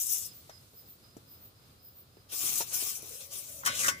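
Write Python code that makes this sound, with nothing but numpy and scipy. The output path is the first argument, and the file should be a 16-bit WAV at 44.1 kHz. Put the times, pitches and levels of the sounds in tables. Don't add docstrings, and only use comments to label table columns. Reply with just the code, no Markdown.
import sys
import numpy as np
from scipy import signal
from scipy.fft import rfft, irfft
from scipy.io import wavfile
from scipy.ndimage import uniform_filter1d

SR = 44100
rng = np.random.default_rng(int(sys.argv[2]) if len(sys.argv) > 2 else 0)


def digitize_waveform(pressure):
    field = np.atleast_2d(pressure).T
    bounded = np.clip(field, -1, 1)
    quanta = np.round(bounded * 32767).astype(np.int16)
    wavfile.write(sys.argv[1], SR, quanta)


N = 176400

# (frequency [Hz], level difference [dB])
PORT_BALANCE = [(300, 0), (1250, 1), (1800, 0.5), (2500, 0.5), (4400, 4.5), (8000, 4.5), (15000, 8.5)]
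# (frequency [Hz], bandwidth [Hz], level [dB])
BOWL_RESONANCES = [(762, 81, 4), (1160, 60, 10), (1482, 24, 10)]
# (time [s], hiss level [dB], rush level [dB])
SURGES = [
    [(0.0, -32.5, -55), (0.026, -31.5, -57), (0.052, -37, -63.5), (0.148, -29, -54.5), (0.16, -32, -52.5),
     (0.198, -38, -66), (0.26, -41.5, -62), (0.284, -55, -80), (0.334, -81, -69), (0.36, -65, -85)],
    [(2.28, -82, -92), (2.298, -54.5, -58), (2.334, -38, -49.5), (2.376, -36, -53), (2.448, -32, -43.5),
     (2.526, -35, -46.5), (2.602, -32.5, -46), (2.62, -35, -42.5), (2.634, -42, -57.5), (2.66, -50, -55)],
    [(2.69, -45, -54.5), (2.702, -44, -57), (2.722, -43.5, -46.5), (2.74, -33, -47), (2.854, -37, -48.5),
     (2.904, -35.5, -49.5), (2.924, -40, -53), (2.974, -41.5, -57.5), (3.01, -53.5, -58.5)],
    [(3.04, -52.5, -58.5), (3.08, -46.5, -58.5), (3.196, -46.5, -58.5), (3.224, -46.5, -57),
     (3.286, -57, -66), (3.304, -54, -62), (3.312, -48, -57.5), (3.336, -40, -54.5), (3.372, -38.5, -52.5),
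     (3.42, -47.5, -59.5), (3.602, -48.5, -65), (3.63, -59, -61)],
]
# (frequency [Hz], level [dB])
HISS_SPECTRUM = [(2500, -53), (4300, -42), (5000, -6), (5700, -0.5), (7500, 0), (9000, 0.5), (10500, -1.5),
                 (12500, -1.5), (14000, -2), (15300, 0.5)]
RUSH_SPECTRUM = [(120, -26.5), (350, -3.5), (700, -8), (1200, -9), (1750, -9.5), (2150, -4.5), (2450, 0),
                 (3200, 0), (3800, 0.5), (4600, -1), (6000, 0.5), (12000, -22)]
# (time [s], level [dB])
SPIT_EVENTS = [(.022, -27), (1.169, -44), (2.407, -28), (2.539, -19.5), (2.558, -19), (2.584, -17),
               (2.744, -23), (3.0227, -30.5), (3.092, -33)]
# (frequency [Hz], level [dB])
HOLLOW_RESONANCES = [(1950, -5), (2570, -7), (2850, 0.5), (3060, -0.5), (3330, -1.5), (3560, 5.5),
                     (3780, 6), (4400, 8.5)]
# (time [s], level [dB])
HOLLOW_ENVELOPE = [(0, -57.5), (.08, -57), (.13, -51), (.17, -54), (.2, -59), (.25, -56), (.33, -73),
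                   (.45, -130)]
# (frequency [Hz], level [dB])
RUMBLE_SPECTRUM = [(20, -25), (40, -13), (70, -0.5), (110, 4), (170, -5.5), (300, -10), (550, -12.5),
                   (900, -20.5), (1250, -18), (1800, -26), (3200, -23), (4400, -19.5), (6000, -27),
                   (10000, -27), (16000, -24.5)]
SIDE_FILTER = [(100, -14.5), (220, -13.5), (400, -4.5), (750, -4.5), (1300, 4), (2400, 0)]
AIR_SPECTRUM = [(200, -16), (1000, -19), (4000, -4), (15000, -4.5)]
# (time [s], duration [s], level [dB])
CRICKET_CHIRPS = [(0.21, .13, -57), (0.499, 0.12, -62.5), (0.75, 0.14, -66), (1.02, 0.13, -66),
                  (1.266, 0.13, -68.5), (1.544, 0.17, -72.5), (1.778, 0.16, -71), (2.113, 0.12, -69.5)]
# (frequency [Hz], level [dB])
RASP_SPECTRUM = [(9000, -37), (12000, -12), (13500, 0), (14900, 8), (16000, -10)]
# (time [s], level [dB], centre frequency [Hz], splash T60 [s])
PLOP_EVENTS = [(.4945, -43.5, 786, 0.032), (.733, -51, 450, 0.037), (1.167, -37, 348, 0.02),
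               (2.169, -42, 397, 0.025), (2.437, -45, 395, 0.099), (2.606, -31.5, 825, 0.057),
               (2.611, -39.5, 377, 0.031), (2.821, -44.5, 417, 0.059), (3.029, -43.5, 466, 0.025)]
# (frequency over centre frequency [ratio], level [dB])
SPLASH_SPECTRUM = [(.2, -20), (.5, -6), (1, 0), (3.07, -23.5), (20, -42)]
# (time [s], crack [dB], crack T60 [s], tick [dB], steel [dB], plate [dB], spoon [dB])
SPOON_BLOWS = [(0.496, -43.5, 0.032, -58, -71, -58, -73), (3.6609, -21.5, 0.076, -18.5, -33, -33.5, -20),
               (3.671, -34, 0.1, -33, -45.5, -35, -41), (3.882, -16, 0.04, -33, -50, -28.5, -40)]
# (frequency [Hz], level [dB])
CRACK_SPECTRUM = [(30, -22), (150, -11.5), (350, -9.5), (550, -7), (850, -0.5), (1200, 6), (1700, 6.5),
                  (2150, 1), (2500, -4.5), (3000, -1.5), (4500, -7), (5700, 2), (8000, -6.5), (11000, -15),
                  (15500, -20)]
# (frequency [Hz], level [dB], T60 [s])
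STEEL_MODES = [(1150, 0, .15), (1277, 1, .17), (1480, 4, .25), (1765, 5, .3), (1895, -2, .3),
               (2035, -1, .5), (2165, -4, .4), (2270, -7, .4), (2500, -7, .5), (2700, -5, .6),
               (2821, -6, .6), (2950, -5, .5), (3074, -2, .35), (3205, -5, .45), (3343, -4, .8),
               (3492, -4, .8), (3797, -1, .6), (3965, -3, .7), (4124, -1, .6), (4479, -7, .6),
               (4800, -7, .4), (5044, -5, .4), (5292, -5, .5), (6132, 0, .12)]
PLATE_MODES = [(1118, -3, .2), (1211, -3, .17), (1540, -2, .35), (1720, -1, .17), (2040, -3, .35),
               (2137, -3, .35), (2541, -7, .14), (3020, 3, .08), (3090, -2, .15), (3575, -4, .1),
               (4867, -5, .22), (5367, -3, .15), (5582, 3, .14), (5782, -2, .17), (6266, -2, .12)]
SPOON_MODES = [(6900, -8, .07), (8400, 4, .06), (9030, 4.5, 0.045), (9000, -9, .05), (10300, 1, .05),
               (13800, 0, 0.046), (14700, -3, .04)]
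# (time [s], level [dB])
BOOM_ENVELOPE = [(2.35, -86), (2.45, -51), (3.0, -82), (3.62, -73), (3.66, -44.5), (3.78, -56.5),
                 (3.88, -49), (4, -56)]
# (frequency [Hz], level [dB])
BODY_SPECTRUM = [(30, -31), (80, -0.5), (340, -7), (1000, -32.5)]
# (time [s], level [dB], centre frequency [Hz])
DUMPLING_TONE = [(2.95, -100, 470), (3.09, -65, 470), (3.12, -50, 490), (3.18, -56.5, 535),
                 (3.28, -54.5, 530), (3.35, -60, 570), (3.42, -60, 570), (3.52, -55, 600),
                 (3.61, -51.5, 560), (3.72, -49, 560)]
# (time [s], scrape level [dB], squeal level [dB], squeal frequency [Hz])
SPOON_DRAG = [(3.61, -120, -120, 1400), (3.635, -64, -38, 1392), (3.657, -30, -47, 1520),
              (3.68, -38, -38, 1550), (3.725, -42, -43, 1800), (3.76, -34, -41, 3430),
              (3.80, -28.5, -36, 2892), (3.825, -27.5, -37, 2106), (3.845, -27, -27.5, 1717),
              (3.858, -30, -27, 1694), (3.87, -24.5, -33.5, 1752), (3.895, -27, -36, 1606),
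              (3.915, -46, -39, 1710), (3.95, -57, -46, 1900), (4, -91, -55, 1900)]
# (frequency [Hz], level [dB])
SCRAPE_SPECTRUM = [(30, -33), (200, -26), (550, -6), (800, -14.5), (1200, -6.5), (1700, -7), (2250, -11),
                   (3000, -2), (4700, -3), (5600, 6), (7500, 7), (10000, 2), (12500, -2.5), (15500, -1.5)]

TIME, BIN_HZ = np.arange(N) / SR, np.arange(N // 2 + 1) * SR / N
PORT_LAG_S, ROOM_T60_S, ROOM_DB, SCATTER_DB = .000293, .094, 1, 1.5


def undb(db):
    return 10 ** (np.asarray(db) / 20)


def unit(x):
    return x / np.sqrt(np.mean(x ** 2))


def noise():
    return rng.standard_normal(N)


def walk(rate):
    hold = int(SR / rate)
    steps = np.repeat(rng.standard_normal(N // hold + 1), hold)
    return unit(uniform_filter1d(steps, hold)[:N])


def flutter(db, rate):
    return unit(undb(db * walk(rate)))


def envelope(rows, column=1):
    rows = np.array(rows)
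    return undb(np.interp(TIME, rows[:, 0], rows[:, column]))


def glide(rows):
    rows = np.array(rows)
    return np.interp(TIME, rows[:, 0], rows[:, -1])


def decay(start, t60):
    age = TIME - start
    return (age >= 0) * np.exp(-np.log(1000) * np.maximum(age, 0) / t60)


def response(points):
    hz, db = np.array(points, float).T
    return undb(np.interp(np.log(BIN_HZ + 1), np.log(hz), db))


def colour(x, points):
    cepstrum = irfft(np.log(unit(response(points))), N)
    cepstrum[1:N // 2] *= 2
    cepstrum[N // 2 + 1:] = 0
    impulse = irfft(np.exp(rfft(cepstrum)), N)[:N // 32]
    return signal.fftconvolve(x, impulse)[:N]


def clicks(per_s, spread_db):
    hits = rng.random(N) < per_s / SR
    sizes = undb(spread_db * np.minimum(rng.exponential(size=N), 5))
    return unit(hits * np.sign(noise()) * sizes)


def narrowband(hz, width_hz):
    phase = 2 * np.pi * np.cumsum(hz) / SR
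    return (walk(width_hz * 2) * np.cos(phase) + walk(width_hz * 2) * np.sin(phase)) / np.sqrt(2)


def pan(db):
    return undb(np.array([[db], [-db]]) / 2)


def port_gains():
    tilt = response(PORT_BALANCE)
    return np.array([tilt, np.ones_like(tilt)]) / np.sqrt((1 + tilt ** 2) / 2)


def ports(x):
    lag = np.exp(-2j * np.pi * BIN_HZ * PORT_LAG_S)
    channels = []
    for delay, gain in zip((1, lag), port_gains()):
        tail = noise() * decay(.001, ROOM_T60_S)
        room = signal.fftconvolve(x, tail / np.sqrt(np.sum(tail ** 2)))[:N] * undb(ROOM_DB)
        reflections = rfft(room) * BIN_HZ / (BIN_HZ + 500)
        channels.append(irfft((rfft(x) * delay + reflections) * gain, N))
    return np.array(channels) / np.sqrt(1 + undb(2 * ROOM_DB))


def in_bowl(source):
    peaks = sum(undb(2 * db) / (1 + (2 * (BIN_HZ - hz) / width) ** 2)
                for hz, width, db in BOWL_RESONANCES)
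    bowl = undb(-.5) * np.sqrt(1 + peaks)
    scattered = np.array([irfft(rfft(source()) * bowl * gain, N) for gain in port_gains()])
    direct = ports(irfft(rfft(source()) * bowl, N))
    return (direct + undb(SCATTER_DB) * scattered) / np.sqrt(1 + undb(2 * SCATTER_DB))


def splutter(x):
    spectrum = rfft(x)
    position = 5 * np.log2(np.clip(BIN_HZ / 1000, 1, 16))
    bands = (irfft(spectrum * np.maximum(1 - abs(position - k), 0), N) for k in range(21))
    return sum(band * flutter(db=2.4, rate=35) for band in bands)


def steam():
    flow = [row for surge in SURGES for row in surge]
    first_surge, later_surges = TIME < SURGES[0][-1][0], TIME > SURGES[1][0][0]
    flowing = (first_surge | later_surges) * undb(1.11 * walk(rate=60))

    def sizzle():
        return (noise() + undb(-4.5) * clicks(per_s=970, spread_db=3.5)) * flowing

    def jet():
        hiss = colour(sizzle() * envelope(flow), HISS_SPECTRUM)
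        rush = colour(sizzle() * envelope(flow, 2), RUSH_SPECTRUM)
        return (hiss + rush) * undb(4.5)

    bursts = sum(undb(db) * decay(start, t60=.008) for start, db in SPIT_EVENTS)
    spits = colour(noise() * bursts, HISS_SPECTRUM)
    return (splutter(in_bowl(jet)) + ports(spits) * pan(6)) * np.where(first_surge, pan(.5), 1)


def hollow_resonances():
    drift = 1 + .006 * walk(rate=14.1)
    tones = sum(undb(db) * narrowband(hz * drift, width_hz=70) for hz, db in HOLLOW_RESONANCES)
    return ports(unit(tones) * envelope(HOLLOW_ENVELOPE))


def background():
    mid, side = (colour(noise(), RUMBLE_SPECTRUM) for _ in range(2))
    side = irfft(rfft(side) * response(SIDE_FILTER), N)
    rumble = np.array([mid + side, mid - side]) * undb(-61 + 1.36 * walk(rate=12))
    air = np.array([colour(noise(), AIR_SPECTRUM) for _ in range(2)])
    return rumble + air * undb(-52.5) * decay(0, t60=4.1)


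def cricket(carrier_hz=5030, pulse_hz=45.2):
    chirps = sum(undb(db) * np.sqrt(np.sin(np.pi * np.clip((TIME - start) / length, 0, 1)) + 1e-12)
                 for start, length, db in CRICKET_CHIRPS)
    carrier = np.sin(2 * np.pi * np.cumsum(carrier_hz + 55 * walk(rate=250)) / SR)
    pulses = 1 + .29 * np.sin(2 * np.pi * pulse_hz * TIME)
    return carrier * (chirps + undb(-83.5)) * pulses * flutter(db=3.5, rate=70) * pan(-11.5)


def katydid(period_s=.54, pair_s=.12, sigma_s=.03):
    centres = .249 + period_s * np.arange(9)
    rasps = sum(np.exp(-.5 * ((TIME - centre - offset) / sigma_s) ** 2)
                for centre in centres for offset in (0, pair_s))
    treble = np.array([colour(noise(), RASP_SPECTRUM) for _ in range(2)])
    return treble * rasps * undb(-51 - .5 * TIME)


def plops():
    water = 0
    for start, db, hz, t60 in PLOP_EVENTS:
        thud = undb(1) * decay(start, t60=.014) * np.sin(2 * np.pi * hz * (TIME - start))
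        spectrum = [(hz * ratio, level) for ratio, level in SPLASH_SPECTRUM]
        splash = colour(noise() * decay(start, t60), spectrum)
        water += undb(db) * (thud + splash)
    return ports(water)


def ring(modes, start):
    age = TIME[:N // 8]
    ringing = 0
    for hz, db, t60 in modes:
        tone = np.sin(2 * np.pi * (hz * age + rng.random()))
        twin_hz = hz + rng.normal(11.9, 7)
        twin = np.sin(2 * np.pi * (twin_hz * age + rng.random()))
        ringing += undb(db) * np.exp(-np.log(1000) * age / t60) * (tone + twin / 3)
    return np.pad(ringing / 2, (int(start * SR), N))[:N]


def spoon_blows(damped_s=3.8):
    damping = np.where(TIME < damped_s, 1, decay(damped_s, t60=.1))
    cracks = ticks = rings = 0
    for start, crack_db, t60, tick_db, steel_db, plate_db, spoon_db in SPOON_BLOWS:
        cracks += undb(crack_db) * decay(start, t60)
        ticks += undb(tick_db) * decay(start, t60=.018)
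        rings += undb(spoon_db) * ring(SPOON_MODES, start)
        rings += undb(steel_db) * ring(STEEL_MODES, start) * damping
        rings += undb(plate_db) * ring(PLATE_MODES, start)
    crack = colour(noise() * cracks, CRACK_SPECTRUM)
    tick = colour(noise() * ticks, HISS_SPECTRUM)
    return ports(rings + crack) + ports(tick) * pan(13.5) / 2


def boom():
    return ports(colour(noise(), BODY_SPECTRUM) * envelope(BOOM_ENVELOPE))


def dumpling():
    tone = narrowband(glide(DUMPLING_TONE), width_hz=74)
    return ports(tone * envelope(DUMPLING_TONE) * flutter(db=3.5, rate=35))


def spoon_scrape():
    chatter = flutter(db=2, rate=220)
    squeal = narrowband(glide(SPOON_DRAG), width_hz=520) * envelope(SPOON_DRAG, 2) * chatter
    drag = envelope(SPOON_DRAG) * chatter
    scrape = in_bowl(lambda: colour(clicks(per_s=9000, spread_db=-.5) * drag, SCRAPE_SPECTRUM))
    return scrape + ports(squeal)


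def scene():
    return (steam() + hollow_resonances() + background() + cricket() + katydid() + plops()
            + spoon_blows() + boom() + dumpling() + spoon_scrape())


def record(dry):
    return signal.sosfilt(signal.ellip(12, .2, 80, 15500, fs=SR, output="sos"), dry)


dry = scene()
out = record(dry)
digitize_waveform(out)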